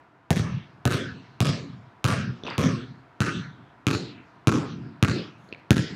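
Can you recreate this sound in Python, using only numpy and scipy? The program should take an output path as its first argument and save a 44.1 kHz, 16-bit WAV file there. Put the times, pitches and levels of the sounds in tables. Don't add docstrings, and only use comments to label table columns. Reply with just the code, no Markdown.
import sys
import numpy as np
from scipy import signal
from scipy.fft import rfft, irfft
from scipy.io import wavfile
from scipy.ndimage import map_coordinates

SR = 44100
rng = np.random.default_rng(int(sys.argv[2]) if len(sys.argv) > 2 else 0)


def generate_wav(sig):
    pcm = np.round(np.clip(np.atleast_2d(sig).T, -1, 1) * 32767).astype(np.int16)
    wavfile.write(sys.argv[1], SR, pcm)


def magnitude_from_level(level_db):
    exponent = np.asarray(level_db, float) / 20
    return 10 ** exponent


N = 262511


def at_hz(points, hz):
    table_hz, values = np.transpose(points)
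    return np.interp(np.log(hz), np.log(table_hz), values)


def ring(hz, t60):
    t = np.arange(round(.12 * SR)) / SR
    return np.sin(2 * np.pi * hz * t) * magnitude_from_level(-60 * t / t60)


def add(track, s, sound):
    i = round(s * SR)
    track[i:i + len(sound)] += sound[:N - i]


def ventilation():
    # f/Hz, level/dB
    duct_colour = [(15, -38), (25, -43), (58, -7.5), (97, -11), (134, -5), (206, -15), (293, -7.5),
                   (560, -17.5), (695, -9), (818, -15), (962, -8.5), (1100, -14), (1370, -13),
                   (3430, -32.5), (16000, -63.5)]
    # t/s, level/dB
    background_level = [(0, -54), (.1, -58), (.3, -58.5), (.8, -55), (5.95, -54.5)]
    hz = np.fft.rfftfreq(N, 1 / SR) + 1
    air = irfft(rfft(rng.standard_normal(N)) * magnitude_from_level(at_hz(duct_colour, hz)), N)
    s, db = np.transpose(background_level)
    return air / air.std() * magnitude_from_level(np.interp(np.arange(N) / SR, s, db))


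def slap(treble_db):
    # f/Hz, level/dB, t60/s
    skin_modes = [(3810, -3.5, 0.0029), (6400, -2, 0.0013), (2600, 2.5, 0.0032), (9300, -7.5, 0.0026),
                  (3080, -12, 0.0024)]
    sound = np.zeros(round(.12 * SR))
    for hz, db, t60 in skin_modes:
        spread_db = 2.5 * rng.standard_normal()
        sound -= magnitude_from_level(-7 + db + spread_db) * ring(hz, t60)
    sound[:5] -= magnitude_from_level(2.5) * np.hanning(5)
    sound = signal.lfilter(*signal.butter(2, 1900, "high", fs=SR), sound)
    dull = signal.lfilter(*signal.butter(2, 7000, fs=SR), sound)
    return dull + magnitude_from_level(treble_db) * (sound - dull)


def thump(low_db, upper_db, lag_s):
    t = np.arange(round(.12 * SR)) / SR
    cycles = 118 * t + .17 * (1 - np.exp(-t / .002))
    swell = 1 - np.exp(-t / .0011)
    low = -np.cos(2 * np.pi * cycles) * swell * magnitude_from_level(-60 * t / 0.038)
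    low = np.interp(t - lag_s, t, low, left=0)
    upper = ring(278, 0.056) + 0.88 * ring(351, 0.022) + 0.097 * ring(757, 0.025)
    return magnitude_from_level(low_db + 17.0) * low - magnitude_from_level(upper_db + 2.5) * swell * upper


def air_ping(hz, level_db):
    # ratio to the main pitch, level/dB, t60/s
    air_modes = [(1, 0, .035), (1.08, -2, .04), (.91, -3, .035), (1.19, -6, .03), (1.85, -12, .02),
                 (.72, -12, .02)]
    ping = magnitude_from_level(level_db + 3.5) * sum(magnitude_from_level(db) * ring(ratio * hz, t60) for ratio, db, t60 in air_modes)
    return ping * np.clip(np.arange(len(ping)) / SR / 0.00088, 0, 1)


def echo_delay(place, path):
    surfaces = {"left": (0, -15.1), "right": (0, 13.17), "back": (1, -1.76), "far": (1, 10.55),
                "floor": (2, 0), "roof": (2, 4.54)}
    image = [*place, 0]
    for name in path.split():
        axis, position = surfaces[name]
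        image[axis] = 2 * position - image[axis]
    return (np.linalg.norm(image) - np.hypot(*place)) / 343


def scattered(sound, delay_s):
    smear = .18 * rng.standard_normal(256) * magnitude_from_level(-60 * np.arange(256) / SR / .007)
    smear[0] = 1
    top_hz = np.clip(16000 - 70000 * delay_s, 3000, 18000)
    return signal.lfilter(*signal.butter(2, top_hz, fs=SR), np.convolve(sound, smear))


def add_echoes(track, s, place, away, sharp, ping, deep):
    # surfaces met in turn, level/dB with the ball at 1 m, share of the thump/dB
    echo_paths = [("back", -11.5, 1.5), ("roof", -11.5, -1.5), ("roof back", -20, 1.5), ("far", -17.5, -1),
                  ("far roof", -13.5, -2), ("far back", -17.5, 3), ("back far", -19, -7),
                  ("right", -15.5, -10), ("right back", -27, -3), ("right roof", -36, 8),
                  ("far roof floor roof", -24.5, -4), ("left roof", -17.5, 21), ("right far", -29.5, -11),
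                  ("back far back", -29, -4.5), ("left far", -24, -16.5)]
    doublings = np.log2(np.hypot(*place))
    for path, echo_db, deep_db in echo_paths:
        luck, deep_luck = rng.standard_normal(2)
        delay_s = echo_delay(place, path)
        unshadowed_db = 4.5 * away * (delay_s > 0.02)
        gain = magnitude_from_level(echo_db + 1 * doublings + 1.87 * luck + unshadowed_db)
        add(track, s + delay_s, gain * magnitude_from_level(-2) * scattered(sharp[:400], delay_s))
        low = magnitude_from_level(min(deep_db + 3 * deep_luck, 6)) * deep
        add(track, s + delay_s, gain * (magnitude_from_level(10.0) * ping + low))


def shaped(x, gain):
    hz, s, spectra = signal.stft(x, SR, nperseg=512)
    spectra = spectra * gain(np.maximum(hz, 20)[:, None], s)
    return signal.istft(spectra, SR)[1][..., :x.shape[-1]]


def hall(first_s, gate_s):
    # f/Hz, t60/s
    hall_decay = [(70, 1), (150, 0.89), (350, 0.7), (700, 0.45), (1400, 0.82), (2800, 1), (5000, 0.96),
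                  (7000, 0.68), (10000, 0.43), (14000, 0.22)]
    # f/Hz, level/dB
    hall_colour = [(40, -32), (150, -5), (350, -1), (700, 3), (1400, 7), (2000, 3.5), (2800, -1.5),
                   (4000, -1.5), (5600, -1.5), (9000, -4.5), (14000, -5)]
    tail_s, patchy_db = .9, 6
    gate_db, gate_fall_s, gate_bass_hz = -5, 0.029, 267
    gate_treble_db, gate_treble_hz = -12, 12000
    t = np.arange(round(tail_s * SR)) / SR
    shape = (len(first_s), len(t))
    density = np.clip(0.027 + (t / 0.23) ** 2, 0, 1)
    grains = rng.standard_normal(shape) * (rng.random(shape) < density) / np.sqrt(density)
    walls = 1 / (1 + np.exp(np.clip((first_s[:, None] - t) / .009, -50, 50)))
    clutter = magnitude_from_level(-4.5) * np.exp(-t / 0.055)
    onset = np.clip(t / 0.0044, 0, 1) * (clutter + walls)
    lumps = rng.standard_normal((len(first_s), 24, 12))

    def fading(hz, s):
        grid = np.broadcast_arrays(23 * np.sqrt(hz / (SR / 2)), 11 * s / s[-1])
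        uneven = np.array([map_coordinates(lump, grid, order=1) for lump in lumps])
        closes_s = gate_s[:, None, None] / (1 + (hz / gate_treble_hz) ** 2)
        depth_db = gate_db * hz / (hz + gate_bass_hz) + gate_treble_db * hz / gate_treble_hz
        gated_db = depth_db / (1 + np.exp(np.clip((closes_s - s) / gate_fall_s, -50, 50)))
        decay_db = -60 * s / at_hz(hall_decay, hz)
        return magnitude_from_level(gated_db + at_hz(hall_colour, hz) + decay_db + patchy_db * uneven)

    return 0.36 * shaped(grains, fading) * onset * np.clip((tail_s - t) / .1, 0, 1)


def dribble():
    # t/s, force level/dB, upper thump level/dB, slap level/dB, slap level in the tail/dB
    bounces = [
        (0.3047, 0.5, -8.5, -2.2, 0.5),
        (0.8533, -1, 5, -0.5, 5),
        (1.4038, 0.6, 2, 0.5, -0.5),
        (2.0421, -1, -3, 1.5, 2),
        (2.58, -1, 4, -2, 1),
        (3.2041, -2.5, -15, 0.3, 3.5),
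        (3.8675, -2.5, -3, 3.3, 0.9),
        (4.4715, 0, -5.5, 1.3, 1.5),
        (5.0261, 1.1, -20, 0.64, 0.1),
        (5.7061, 2.15, -11, 1, -1),
    ]
    # f/Hz, level/dB, level in the tail/dB
    pings = [(1663, -36, -0.5), (1398, -30.5, 1.5), (1266, -36, -3), (1293, -32, 10), (1207, -37.5, 6),
             (1389, -29.5, 6.5), (1293, -31.5, -3), (1240, -25, 0), (1307, -27, -1.5), (1522, -28, 3.5)]
    places = [(.37, 1.05), (1, 1.28), (1.17, 2.8), (1.02, 4.46), (.72, 5.79), (-.07, 5.6), (.26, 4.15),
              (.49, 2.69), (.44, 1.74), (-.34, .99)]
    booms = [1, 0.5, -1.5, 3.5, -3, -2, -0.7, 3, -3.4, -3.8]
    lag_s = .0008
    out = np.zeros(N)
    turned = np.array(bounces)[:, 0] < 2.9
    first_s = .008 + np.array([echo_delay(place, "far roof") for place in places])
    answers = hall(first_s, 0.29 + 0.014 * turned)
    for bounce, air, place, boom_db, away, answer in zip(bounces, pings, places, booms, turned, answers):
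        s, force_db, upper_db, skin_db, bright_db = bounce
        ping_hz, ping_db, linger_db = air
        doublings = np.log2(np.hypot(*place))
        slap_db = -8 - 1.04 * doublings
        low_db = -16 - 1.95 * doublings - 2.5 * away
        punch_db = -31 - 3 * doublings + 25.5 * away
        treble_db = -6 - 1.46 * doublings + 3 * away

        deep = thump(force_db, force_db + upper_db, .002 * away)
        skin = magnitude_from_level(force_db + skin_db) * slap(treble_db)
        near_deep = magnitude_from_level(low_db) * deep
        sharp = magnitude_from_level(slap_db - 1 * away + 0.5) * skin
        punch = -magnitude_from_level(force_db + slap_db + punch_db) * ring(760, .018)
        ping = air_ping(ping_hz, ping_db)
        add(out, s + lag_s, near_deep + ping + sharp + punch)
        add(out, s + lag_s + .00031, magnitude_from_level(-11) * sharp)
        add_echoes(out, s, place, away, sharp, ping, near_deep)

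        click = skin * magnitude_from_level(-60 * np.arange(len(skin)) / SR / 0.001)
        spread = magnitude_from_level(-36 + boom_db) * deep + magnitude_from_level(-29 + linger_db) * ping + magnitude_from_level(-26.5 + bright_db) * click
        add(out, s + lag_s, magnitude_from_level(1.5 * away) * signal.fftconvolve(spread, answer))
    return out


def shoes():
    # t/s, peak level/dB, f/Hz, low puff level/dB, tail
    # level/dB
    taps = [(2.436, -27.5, 3520, -29, -15), (2.45, -34, 1120, -31.5, -15), (2.466, -24, 2720, -67, -11.5),
            (2.474, -23, 2600, -48, -33), (2.482, -19.5, 1020, -40, -19), (2.502, -27.5, 4720, -50, -21),
            (2.509, -23, 960, -40, -26.5), (2.522, -29.5, 2000, -56, -22), (3.594, -46, 1100, -47, -30.5),
            (4.836, -42, 1360, -43.5, -19), (5.489, -46.5, 4250, -42, -17),
            (5.526, -22.5, 2570, -30, -29.5), (5.536, -32.5, 2700, -63, -41), (5.547, -31, 2320, -42, -42),
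            (5.579, -60, 920, -51, -24)]
    out = np.zeros(N)
    answers = hall(np.full(len(taps), .02), np.full(len(taps), .12))
    soft = signal.butter(4, 6230, fs=SR, output="sos")
    for (s, peak_db, hz, puff_db, tail_db), answer in zip(taps, answers):
        knock = ring(hz, 0.013) + .45 * ring(1.62 * hz, 0.005)
        knock *= np.clip(np.arange(len(knock)) / SR / .0004, 0, 1)
        grit = rng.standard_normal(128) * np.exp(-np.arange(128) / 30)
        knock[:128] += magnitude_from_level(-20) * np.diff(grit, prepend=0)
        puff = magnitude_from_level(puff_db + 7.0) * ring(360, 0.0095)
        tap = signal.sosfilt(soft, magnitude_from_level(peak_db) * knock + puff)
        add(out, s, tap)
        brief = tap * magnitude_from_level(-60 * np.arange(len(tap)) / SR / 0.0081)
        add(out, s, magnitude_from_level(tail_db) * signal.fftconvolve(brief, answer))
    return out


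def rustle():
    # t/s, level/dB
    rubs = [(5.38, -81), (5.44, -77), (5.491, -74), (5.55, -101), (5.6, -80)]
    grains = rng.standard_normal(N) * magnitude_from_level(3 * rng.exponential(1, N))
    hiss = 0.69 * signal.lfilter(*signal.iirpeak(6500, 9, fs=SR), grains)
    hiss += 0.22 * signal.lfilter(*signal.iirpeak(10000, 9, fs=SR), grains)
    s, db = np.transpose(rubs)
    return hiss / hiss.std() * magnitude_from_level(np.interp(np.arange(N) / SR, s, db, left=-120, right=-120))


def scene():
    return (ventilation() + dribble() + shoes() + rustle())[None]


def top_cut(x):
    return signal.sosfilt(signal.butter(12, 17080, fs=SR, output="sos"), x)


def record(dry):
    thin = signal.sosfilt(signal.butter(3, 80, "high", fs=SR, output="sos"), dry)
    thin = signal.sosfilt(signal.butter(14, 16100, fs=SR, output="sos"), thin)
    return top_cut(np.clip(thin, -1, 1))


dry = scene()
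out = record(dry)
generate_wav(out)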